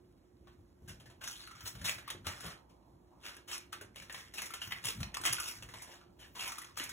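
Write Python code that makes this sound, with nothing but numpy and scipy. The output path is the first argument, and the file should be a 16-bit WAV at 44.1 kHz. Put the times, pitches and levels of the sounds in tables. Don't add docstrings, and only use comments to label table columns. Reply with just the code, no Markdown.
import sys
import numpy as np
from scipy import signal
from scipy.fft import rfft, irfft, next_fast_len
from scipy.io import wavfile
from scipy.ndimage import uniform_filter1d, map_coordinates

SR = 44100
rng = np.random.default_rng(int(sys.argv[2]) if len(sys.argv) > 2 else 0)


def wrap_up_sound(samples):
    columns = np.atleast_2d(samples).T
    tamed = np.clip(columns, -1, 1)
    steps = np.round(tamed * 32767).astype(np.int16)
    wavfile.write(sys.argv[1], SR, steps)


def attenuation_scalar(level_db):
    decades = np.asarray(level_db, float) / 20
    return 10 ** decades


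N = 305172

# (peak time [s], level [dB], brightness [dB], favoured resonance [Hz], fall [dB/s])
FLICKS = [(0.482, -62, -10, 1660, 248.5), (0.892, -61, -14, 2220, 92), (1.672, -55.5, 3.5, 2170, 218),
          (2.082, -45.5, -23, 2100, 182), (2.284, -42.5, -4, 1870, 115), (3.26, -41.5, -7.5, 1950, 152),
          (3.534, -43, -2, 2900, 173), (3.74, -51, -11, 2400, 146), (3.987, -49, -6, 2700, 193),
          (4.387, -42, -1.5, 2800, 129), (4.632, -45, -4, 2360, 214), (4.718, -44.5, -11, 1810, 90.5),
          (4.872, -36, 1, 2930, 200), (5.154, -46.5, -15, 2420, 903), (5.263, -33, -8, 2450, 35),
          (6.232, -54.5, -33, 1860, 205), (1.27, -46.5, -1.5, 4300, 40), (1.877, -36, -2.5, 2670, 131),
          (6.409, -41, -3.5, 2840, 13), (6.802, -40, -8, 2080, 57)]
# (peak time [s], level [dB], brightness [dB], favoured resonance [Hz], fall [dB/s])
SLIDES = [(1.389, -48.5, -5.5, 4860, 88), (1.58, -55, -9, 1680, 40), (1.8, -60.5, -8, 2450, 100),
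          (2.474, -42.5, -6.5, 1550, 181), (4.18, -50, -5.5, 1800, 60), (4.55, -51, -7, 2135, 114),
          (5.03, -56, -13, 2430, 140), (5.469, -44.5, 2, 2290, 76), (5.78, -53.5, -4, 2060, 42.3),
          (5.926, -50.5, -6, 1800, 156), (6.62, -52, -6.5, 1466, 58.7), (4.27, -64, -14, 2200, 60),
          (6.02, -61, -16, 1520, 120)]
# (frequency [Hz], level [dB])
PAPER_BODY = [(300, -18.5), (700, -8.5), (1200, -1.5), (2200, -2), (3300, -1), (4500, -5), (7000, -28.5)]
# (frequency [Hz], level [dB])
PAPER_EDGE = [(3500, -20), (5200, 0.5), (6200, -0.5), (7600, -3.5), (8700, 0.5), (9600, -0.5),
              (11000, -7.5), (13000, -8), (16000, -12)]
# (time [s], peak [dB], ring [Hz], treble [dB], treble centre [Hz])
CORNERS = [(1.275, -32, 1640, -6, 6000), (1.473, -36, 1370, -21, 11200), (1.511, -38.5, 1320, -19, 6500),
           (1.606, -36, 1550, -17, 5810), (1.855, -22.5, 3600, -13.5, 6060), (1.887, -22, 2380, -15, 7200),
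           (2.077, -30.5, 1110, -20.5, 10000), (3.514, -28.5, 2940, -15, 7500),
           (3.578, -48, 2800, -10, 7090), (4.381, -28, 2600, -15, 12000), (4.505, -34.5, 1280, -18, 11600),
           (4.617, -25.5, 2970, -22, 5950), (4.708, -36, 2700, -19, 11500), (4.721, -20, 1910, -37, 6700),
           (4.881, -32, 3400, -24, 6260), (5.257, -19.5, 2030, -14.5, 5950),
           (5.272, -15.5, 2040, -22.5, 5900), (5.383, -29.5, 1410, -18, 5270),
           (5.399, -31, 1220, -4, 11000), (6.393, -28.5, 3040, -20, 7400), (6.477, -41, 2830, -2.5, 11100),
           (6.493, -34.5, 1310, -11, 5990), (6.519, -30.5, 1270, -12, 6800),
           (6.582, -34.5, 1240, -7.5, 10400), (6.617, -36, 1920, -12.5, 10600),
           (6.797, -25.5, 2980, -26, 5410), (6.892, -38, 1540, -3.5, 8350)]
# (time [s], peak [dB], ring [Hz], treble [dB], treble centre [Hz])
RATTLES = [(1.214, -41, 1580, -21, 7050), (1.284, -34, 4200, -7, 6040), (1.31, -36, 4400, -6, 6740),
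           (1.436, -39, 4600, -16, 5910), (1.86, -32, 3670, -22, 6350), (1.872, -33, 3440, -12, 8700),
           (1.894, -18, 2460, -10.5, 7350), (1.899, -42, 2360, -18, 7600), (1.923, -33, 2350, -23, 5500),
           (3.7245, -42, 3460, -6.5, 7000), (4.674, -34, 1750, -12.5, 5900), (4.839, -42, 1740, -18, 12000),
           (4.847, -26, 3060, -10, 8500), (4.854, -27, 3000, -2.5, 10200), (4.869, -24, 2920, -8, 7900),
           (4.884, -21, 3000, -12, 9500), (5.03, -22, 3800, -13.5, 5580), (5.143, -26.5, 1870, -12, 5900),
           (5.147, -23.5, 2600, -11.5, 8900), (5.1695, -20.5, 1210, -11, 8300),
           (5.214, -35, 1630, -2.5, 8500), (5.237, -24, 1510, -12, 9000), (5.2525, -15, 2000, -10, 9600),
           (5.262, -29, 2030, 8, 8700), (5.268, -24, 2800, -17, 5930), (5.278, -29, 2540, -13, 6250),
           (5.327, -25.5, 1960, 0, 10100), (5.332, -19.5, 1290, -5, 10600),
           (5.403, -27.5, 2800, -11, 10400), (6.407, -44.5, 3000, -14, 9000), (6.418, -34, 2660, -19, 9000),
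           (6.44, -28, 2650, -21, 6160), (6.457, -30, 1060, -24, 5930), (6.644, -36.5, 1380, -11, 6360),
           (6.773, -27.5, 1260, -9.5, 7220), (6.816, -27, 2320, -20, 6000), (6.8385, -35, 2180, 0, 10500)]
# (time [s], peak [dB], ring [Hz], treble [dB])
CLAWS = [(0.4705, -55, 1120, -31), (0.8917, -43.5, 2960, -12), (0.999, -50, 2940, -13),
         (1.0576, -50, 1710, -14), (1.0994, -51, 970, -15), (4.1267, -46, 2350, -6),
         (1.751, -46, 1340, -11), (1.8152, -41.5, 1660, -11.5), (1.9824, -40.5, 1560, -15),
         (2.1023, -30, 3330, -12), (2.2678, -23.5, 1490, -15), (2.3664, -53, 1210, -25),
         (2.405, -42.5, 1700, -6.5), (3.3656, -47, 1700, -14), (3.7282, -31.5, 1290, -16),
         (3.811, -41, 1590, -11), (3.9582, -39, 2970, -14), (4.0215, -44.5, 1710, -11),
         (4.0967, -35, 1810, -27), (4.1444, -33, 1640, -17), (4.4187, -31, 2130, -8),
         (4.5373, -31.5, 1430, -11), (5.004, -39, 1280, -10.5), (5.6241, -38.5, 2820, -12.5),
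         (5.688, -44, 1830, -12.5), (5.7379, -37, 1010, -17), (5.82, -45, 1020, -2)]
# (time [s], peak [dB], ring [Hz], treble [dB], t60 [s])
SWIPES = [(0.876, -41, 1540, -8, 0.17), (1.2084, -36, 1530, -17, 0.2), (1.236, -32, 2850, -8.5, 0.075),
          (1.652, -30, 4020, -12.5, 0.13), (1.8422, -26.5, 3730, -9, 0.12),
          (2.2438, -35.5, 1350, -31, 0.34), (2.4307, -37, 1046, -23, 0.21), (2.6922, -55, 1030, -13, 0.12),
          (3.23, -39, 2820, -18, 0.39), (3.475, -35.5, 3020, -9.5, 0.27), (4.337, -34, 2000, -8.5, 0.083),
          (4.8378, -31.5, 2850, -17, 0.09), (5.2358, -32.5, 2000, -5.5, 0.18),
          (6.1874, -44, 3000, -12.5, 0.3), (6.3495, -33.5, 1020, -14, 0.2), (6.7675, -32, 2290, -7, 0.14),
          (1.672, -37.5, 3860, 1.5, 0.058), (4.456, -34.5, 2400, -5, 0.07),
          (4.389, -27.5, 2950, -26, 0.054)]
# (frequency [Hz], level [dB])
FLOOR_KNOCK = [(130, -55), (330, -3), (600, 0), (900, -5), (1700, -40)]
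# (time [s], peak [dB], centre [Hz], t60 [s])
SLAPS = [(0.82, -59, 563, 0.039), (2.147, -46, 410, 0.049), (2.266, -42, 506, 0.08), (2.44, -53, 500, 0.27),
         (3.115, -68, 844, 0.47), (3.814, -45.5, 480, 0.042), (4.436, -59, 350, 0.12),
         (4.884, -51.5, 402, 0.14), (5.201, -55, 284, 0.28), (5.875, -58.5, 700, 0.43),
         (6.47, -50.5, 990, 0.38), (6.8, -53, 280, 0.16)]
# (time [s], peak [dB], board note [Hz], weight on the boards [dB])
PAWS = [(0.589, -49, 90, -60), (0.819, -51, 120, -57), (0.899, -45, 86, -56), (0.993, -51, 150, -55),
        (1.065, -50.5, 121, -61.5), (1.154, -54, 72.7, -62), (1.237, -64, 155, -61), (1.543, -54, 117, -64),
        (1.636, -40.5, 99, -54), (1.75, -39.5, 123, -52.5), (1.812, -53, 125, -44),
        (1.961, -42.5, 112, -58), (2.149, -47, 104, -48), (2.266, -32, 93, -48), (2.449, -39, 168, -45),
        (2.706, -56.5, 171, -62), (5.2, -46, 90.5, -66), (3.812, -56, 92, -55), (4.007, -69, 94.2, -57),
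        (4.376, -52, 183, -76), (4.423, -54, 170, -79), (4.672, -42, 111, -52), (4.85, -37, 116, -49),
        (4.996, -43, 97, -40), (5.3, -38, 118, -49), (5.579, -55, 133, -49.5), (5.643, -50, 125, -65),
        (5.757, -53, 94.2, -55), (6.089, -51.5, 189, -83), (4.953, -44, 160, -56)]
# (frequency [Hz], level [dB])
BOARDS = [(30, -12), (58, -1), (80, -5.5), (105, 0), (150, -5), (195, -6), (260, -14.5), (450, -43.5)]
# (peak time [s], level [dB], climb [dB/s], fall [dB/s])
SWISHES = [
    (1.31, -66, 200, 200),
    (1.675, -45, 500, 250),
    (1.875, -50, 402, 151),
    (3.525, -64, 300, 152),
    (4.66, -55, 300, 152),
    (4.87, -48, 500, 170),
    (5.27, -48, 500, 152),
    (5.43, -55, 150, 120),
    (6.46, -57, 100, 100),
    (6.78, -53.5, 900, 120),
]
# (frequency [Hz], level [dB])
FUR = [(8000, -28), (11500, -5), (13500, 2), (16000, -0.5)]
# (time [s], peak [dB], ring [Hz], treble [dB], treble centre [Hz])
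TICKS = [
    (3.302, -56, 3000, 0, 9500),
    (3.317, -56, 3000, -2, 9500),
    (3.332, -58, 3000, -2, 9500),
    (3.35, -55, 3000, 0, 9500),
    (3.3665, -50, 3000, 1, 9500),
    (3.5797, -42, 2800, 3, 9000),
    (4.125, -46, 2400, 3.5, 8040),
    (5.433, -47, 2500, -3, 8700),
    (1.2765, -33, 4270, -13, 5800),
    (1.8137, -48, 1700, -5, 9000),
]
# (frequency [Hz], t60 [s])
ROOM_T60 = [(200, 0.33), (1500, 0.29), (5000, 0.22), (14000, 0.14)]
# (frequency [Hz], level [dB])
LINGER = [(300, -26), (550, 7), (1000, 9.5), (1900, -35)]
# (frequency [Hz], level [dB])
AIR = [(25, -31), (55, 5.5), (120, -4.5), (160, -7.5), (320, -1), (420, -10), (1000, -20.5), (1600, -28),
       (3000, -38), (8000, -37), (16000, -40.5)]
# (frequency [Hz], phase waver [rad], level [dB])
HUM = (354, 1.1, -72)
# (frequency [Hz], likeness [0-1])
LIKENESS = [(60, 0.99), (150, 0.86), (350, 0.86), (800, 0.27), (1300, 0.58), (2200, 0.22), (2700, 1),
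            (3500, 0.99), (4500, 0.83)]
# (first opposed [Hz], spacing per full turn [Hz], onset of steady delay [Hz])
LAG = (4640, 4325, 4200)
# (frequency [Hz], angle [rad])
LOW_TURN = [(300, 0), (750, .6), (1050, -.4), (1500, -.65), (2000, 0), (2350, 1.4), (3400, 1.5),
            (3900, 1.95)]
# (frequency [Hz], gain [dB])
LOW_CUT = [(15, -32), (28, -9), (50, 1.5)]
# (frequency [Hz], gain [dB])
TOP_CUT = [(15800, 0), (15900, -12), (16600, -14), (16750, -90)]
STEREO_EDGES_HZ = [3790, 4400, 4690, 5170, 5685, 6290] + [6890 + 689 * k for k in range(15)]

FLICK_RISE_DB_PER_S, SLIDE_RISE_DB_PER_S = 504, 102
HALT_DB_PER_S2 = 499
EDGE_FALL_RATIO = 1.13
REST_DB, REST_BRIGHT_DB = -81.5, -6.5
FOLD_SAG_OCT_PER_DB, FOLD_WANDER_OCT = 0.022, 0.19
CLAW_KNOCK_DB, CORNER_KNOCK_DB, RATTLE_KNOCK_DB, SWIPE_KNOCK_DB = -17.5, -52, -37, -18.5
KNOCK_LAG_SHARE = 0.56
CLAW_T60_S, CORNER_T60_S, RATTLE_T60_S, SHORTEN_PER_DB = 0.11, 0.076, 0.038, 0.033
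CLAW_EDGE_HZ = 9600
PAW_T60_S, LEAN_S = 0.15, 0.015
LOAD_DB_PER_S, SETTLE_DB_PER_S, STILL_DB = 244, 142, -66.5
LINGER_DB, LINGER_FALL_DB_PER_S = -29, 9
LEFT_DB = -0.5


def unit(x):
    return x / np.sqrt(np.mean(x ** 2) + 1e-20)


def along(points, hz):
    f, v = np.transpose(points)
    return np.interp(np.log(hz + 1), np.log(f + 1), v)


def wobble(rate_hz):
    knots = rng.standard_normal(int(N * rate_hz / SR) + 4)
    return map_coordinates(knots, [np.arange(N) * rate_hz / SR])


def filtered(x, response):
    m = next_fast_len(x.shape[-1] + 8192)
    return irfft(rfft(x, m) * response(np.fft.rfftfreq(m, 1 / SR)), m)[..., :x.shape[-1]]


def hiss(spectrum, size=N):
    m = next_fast_len(size)
    gain = attenuation_scalar(along(spectrum, np.fft.rfftfreq(m, 1 / SR)))
    return unit(irfft(rfft(rng.standard_normal(m)) * gain, m)[:size])


def levelled(x):
    return x / np.sqrt(np.abs(uniform_filter1d(x ** 2, size=SR // 14)) + 1e-20)


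def swells(peak_s, db, rise, fall, halt=0):
    after_s = np.arange(0, N / SR, 1 / 1000) - np.c_[peak_s]
    slope = np.where(after_s < 0, np.c_[rise], -np.c_[fall])
    return attenuation_scalar(np.c_[db] + slope * after_s - halt * after_s ** 2) ** 2


def spread(x):
    return np.interp(np.arange(N) * 1000 / SR, np.arange(len(x)), x)


def gritty(rate_hz, spread_db, share, slip_s):
    size_db = spread_db * np.minimum(rng.exponential(size=N), 2)
    starts = (rng.random(N) < rate_hz / SR) * attenuation_scalar(size_db)
    envelope = signal.lfilter([1], [1, -np.exp(-1 / (SR * slip_s))], starts)
    slips = envelope * rng.standard_normal(N)
    share = np.clip(share, 0, .9)
    return np.sqrt(share) * unit(slips) + np.sqrt(1 - share) * rng.standard_normal(N)


def patchy(x, centre_hz, lift_db, octaves, patchy_db):
    hz, t, z = signal.stft(x, SR, nperseg=256)
    field = uniform_filter1d(rng.standard_normal(z.shape), size=3, axis=0)
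    field = uniform_filter1d(field, size=9, axis=1)
    centre = centre_hz[np.minimum((t * SR).astype(int), N - 1)]
    bump = np.exp(-.5 * (np.log2((hz[:, None] + 1) / centre) / octaves) ** 2)
    gain = attenuation_scalar(patchy_db * unit(field) + lift_db * bump)
    return signal.istft(z * gain, SR, nperseg=256)[1][:N]


def skid():
    s, db, bright_db, hz, fall = np.transpose(FLICKS + SLIDES)
    rise = np.repeat([FLICK_RISE_DB_PER_S, SLIDE_RISE_DB_PER_S], [len(FLICKS), len(SLIDES)])
    power = swells(s, db, rise, fall, HALT_DB_PER_S2)
    body_level = spread(np.sqrt(power.sum(0) + attenuation_scalar(REST_DB) ** 2))
    edge_power = swells(s, db + bright_db, rise, EDGE_FALL_RATIO * fall, HALT_DB_PER_S2).sum(0)
    edge_level = spread(np.sqrt(edge_power + attenuation_scalar(REST_DB + REST_BRIGHT_DB) ** 2))
    lead = power.argmax(0)
    faded_db = np.clip(db[lead] - 10 * np.log10(power.max(0) + 1e-20), 0, 30)
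    centre_hz = spread(hz[lead] * 2 ** (-FOLD_SAG_OCT_PER_DB * faded_db))
    centre_hz = centre_hz * 2 ** (FOLD_WANDER_OCT * wobble(9))
    grit = gritty(rate_hz=650, spread_db=3.5, share=.65, slip_s=.0006)
    grit = patchy(grit, centre_hz, lift_db=9, octaves=.16, patchy_db=2.2)
    flutter = attenuation_scalar(2.1 * wobble(45))
    body = levelled(filtered(grit, lambda hz: attenuation_scalar(along(PAPER_BODY, hz))))
    edge = levelled(filtered(grit, lambda hz: attenuation_scalar(along(PAPER_EDGE, hz))))
    return attenuation_scalar(-6.5) * flutter * (body_level * body + attenuation_scalar(3.5) * edge_level * edge)


def contacts(rows, rise_share, snap, burst_db, ring_db, edge_db, gain_db, size):
    out, t = np.zeros(N + SR), np.arange(size) / SR
    for s, db, hz, treble_db, edge_hz, knock_db, t60 in rows:
        t60 = max(t60, .01)
        rise = (1 - np.exp(-t / (rise_share * t60))) * (1 + snap * attenuation_scalar(-60 * t / 0.026))
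        burst = attenuation_scalar(burst_db) * hiss(PAPER_BODY, size=size) * attenuation_scalar(-60 * t / t60)
        fold = [(.72 * hz, -28), (hz, 0), (1.39 * hz, -28)]
        ring = attenuation_scalar(ring_db) * hiss(fold, size=size) * attenuation_scalar(-60 * t / (0.88 * t60))
        edge = [(f, level + edge_db * np.exp(-(np.log2(f / edge_hz) / 0.12) ** 2))
                for f, level in PAPER_EDGE]
        tick = attenuation_scalar(treble_db + 11.5) * hiss(edge, size=size) * attenuation_scalar(-60 * t / (1.03 * t60))
        knock = attenuation_scalar(knock_db + 7.5) * hiss(FLOOR_KNOCK, size=size) * attenuation_scalar(-60 * t / (1.19 * t60))
        out[round(s * SR):][:size] += attenuation_scalar(db + gain_db) * rise * (burst + ring + tick + knock)
    return out[:N]


def knock_level(base_db, db):
    return base_db - KNOCK_LAG_SHARE * (db + 41)


def taps(rows, base_db, t60_s):
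    return [(*row, knock_level(base_db, row[1]), t60_s * np.exp(-SHORTEN_PER_DB * (row[1] + 38)))
            for row in rows]


def clicks():
    claw_rows = taps([(*row, CLAW_EDGE_HZ) for row in CLAWS], CLAW_KNOCK_DB, CLAW_T60_S)
    corner_rows = taps(CORNERS, CORNER_KNOCK_DB, CORNER_T60_S)
    rattle_rows = taps(RATTLES, RATTLE_KNOCK_DB, RATTLE_T60_S)
    swipe_rows = [(s, db, hz, treble_db, CLAW_EDGE_HZ, knock_level(SWIPE_KNOCK_DB, db), t60)
                  for s, db, hz, treble_db, t60 in SWIPES]
    claws = contacts(claw_rows, rise_share=0.0038, snap=0.32, burst_db=-.5, ring_db=-2.5,
                     edge_db=3, gain_db=-11, size=SR // 5)
    corners = contacts(corner_rows, rise_share=0.015, snap=0.4, burst_db=-4.5, ring_db=-0.5,
                       edge_db=11.5, gain_db=-11.5, size=SR // 6)
    rattles = contacts(rattle_rows, rise_share=0.029, snap=0.43, burst_db=-1, ring_db=-3,
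                       edge_db=11, gain_db=-12.5, size=SR // 9)
    swipes = contacts(swipe_rows, rise_share=0.074, snap=0, burst_db=-1.0, ring_db=-1.5,
                      edge_db=0, gain_db=-9.0, size=SR // 3)
    return claws + corners + rattles + swipes


def slaps():
    out, t = np.zeros(N + SR), np.arange(SR // 3) / SR
    for s, db, hz, t60 in SLAPS:
        puff = hiss([(.4 * hz, -35), (.75 * hz, 0), (1.3 * hz, 0), (2.4 * hz, -35)], size=len(t))
        out[round(s * SR):][:len(t)] += attenuation_scalar(db - 60 * t / t60) * (1 - np.exp(-t / 0.00041)) * puff
    return out[:N]


def paws():
    out, t = np.zeros(N + SR), np.arange(SR // 2) / SR
    for s, db, hz, _ in PAWS:
        drift = np.cumsum(rng.standard_normal(len(t))) * 0.014
        note = np.sin(2 * np.pi * hz * t + drift) * attenuation_scalar(-60 * t / PAW_T60_S) * (1 - np.exp(-t / 0.0036))
        out[round(s * SR):][:len(t)] += attenuation_scalar(db - 3.0) * note
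    notes = filtered(out[:N], lambda f: 1 / (1 + (45 / (f + 1)) ** 6))
    s, _, _, weight_db = np.transpose(PAWS)
    power = swells(s + LEAN_S, weight_db, [LOAD_DB_PER_S], [SETTLE_DB_PER_S]).sum(0)
    weight = spread(np.sqrt(power + attenuation_scalar(STILL_DB) ** 2))
    return notes + weight * attenuation_scalar(-5.0 + 3.64 * wobble(12)) * hiss(BOARDS)


def brushing():
    level = spread(np.sqrt(swells(*np.transpose(SWISHES)).sum(0)))
    swish = level * attenuation_scalar(2.5 * wobble(60)) * hiss(FUR)
    rows = [(*row, -30, 0.025) for row in TICKS]
    ticks = contacts(rows, rise_share=0.01, snap=0.43, burst_db=-3.5, ring_db=-3,
                     edge_db=11.5, gain_db=-12, size=SR // 12)
    return swish + ticks


def room(x):
    out, step = np.zeros((2, N + SR)), SR // 4
    for start in range(0, N, step):
        hz, t, z = signal.stft(rng.standard_normal((2, SR // 3)), SR, nperseg=256)
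        decay = attenuation_scalar(-60 * t / along(ROOM_T60, hz)[:, None])
        tail = signal.istft(z * decay, SR, nperseg=256)[1]
        wet = signal.fftconvolve(x[None, start:start + step], tail / np.linalg.norm(tail[0]), axes=1)
        out[:, start + 150:start + 150 + wet.shape[1]] += wet
    return out[:, :N]


def lingering():
    s, _, _, weight_db = np.transpose(PAWS)
    power = swells(s, weight_db, [LOAD_DB_PER_S], [LINGER_FALL_DB_PER_S]).sum(0)
    return spread(np.sqrt(power)) * attenuation_scalar(LINGER_DB + 1.9 * wobble(11)) * hiss(LINGER)


def air():
    hz, waver_rad, db = HUM
    phase = 2 * np.pi * hz * np.arange(N) / SR + waver_rad * wobble(9)
    hum = np.sin(phase) * attenuation_scalar(4.5 * wobble(11))
    still = patchy(hiss(AIR), np.full(N, hz), lift_db=0, octaves=1, patchy_db=1.5)
    return attenuation_scalar(-67 + 0.11 * wobble(3.3)) * still + attenuation_scalar(db) * hum


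def scene():
    play = skid() + clicks() + slaps()
    background = np.array([air() + lingering(), air() + lingering()])
    return play + paws() + attenuation_scalar(-6.5) * room(play) + background + brushing()


def thinned(pair, margin_db, unrest_db, coarse_rad, sparse_hz):
    sum_difference = np.array([pair[0] + pair[1], pair[0] - pair[1]]) / 2
    hz, t, z = signal.stft(sum_difference, SR, nperseg=1024)
    band, frame = np.searchsorted(STEREO_EDGES_HZ, hz), np.arange(len(t)) // 2
    bins = np.arange(len(hz))
    member = band[:, None] == band
    upper = band[:, None] > 0
    power = uniform_filter1d(member @ np.abs(z) ** 2, size=3, axis=2) + 1e-20
    chance = rng.standard_normal(z.shape)[:, :, frame]
    keep = 10 * np.log10(power / power[::-1]) > margin_db + unrest_db * chance[:, band]
    keep |= ~upper
    keep &= (hz[:, None] < sparse_hz) | (chance[:, bins // 5] < .45)
    level_db = 10 * np.log10((np.abs(z[:, band > 0]) ** 2).sum((0, 1)) + 1e-20)
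    attack = np.diff(level_db, prepend=0) > 9
    keep = (keep & (hz[:, None] < TOP_CUT[0][0])) | attack
    blur_rad = coarse_rad * chance[:, ::-1][:, bins // 8] * (upper & ~attack)
    total, difference = signal.istft(z * keep * np.exp(1j * blur_rad), SR, nperseg=1024)[1][:, :N]
    return np.array([total + difference, total - difference])


def top_cut(x):
    return signal.sosfilt(signal.butter(12, 16680, fs=SR, output="sos"), x)


def record(dry):
    opposed_hz, turn_hz, start_hz = LAG

    def blend(hz):
        return np.arccos(np.clip(along(LIKENESS, hz), -1, 1)) / 2

    def turn(hz):
        delay = np.pi + 2 * np.pi * (hz - opposed_hz) / turn_hz
        angle = np.where(hz > start_hz, delay, along(LOW_TURN, hz))
        return attenuation_scalar(along(TOP_CUT, hz) + along(LOW_CUT, hz)) * np.exp([[.5j], [-.5j]] * angle)

    mid = filtered(dry[0], lambda hz: np.cos(blend(hz)))
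    side = filtered(dry[1] - 0.64 * dry[0], lambda hz: 1.33 * np.sin(blend(hz)))
    pair = filtered(attenuation_scalar([[LEFT_DB], [0]]) * [mid + side, mid - side], turn)
    mix = thinned(pair, margin_db=-6, unrest_db=1.4, coarse_rad=.6, sparse_hz=13780)
    return top_cut(mix)


dry = scene()
out = record(dry)
wrap_up_sound(out)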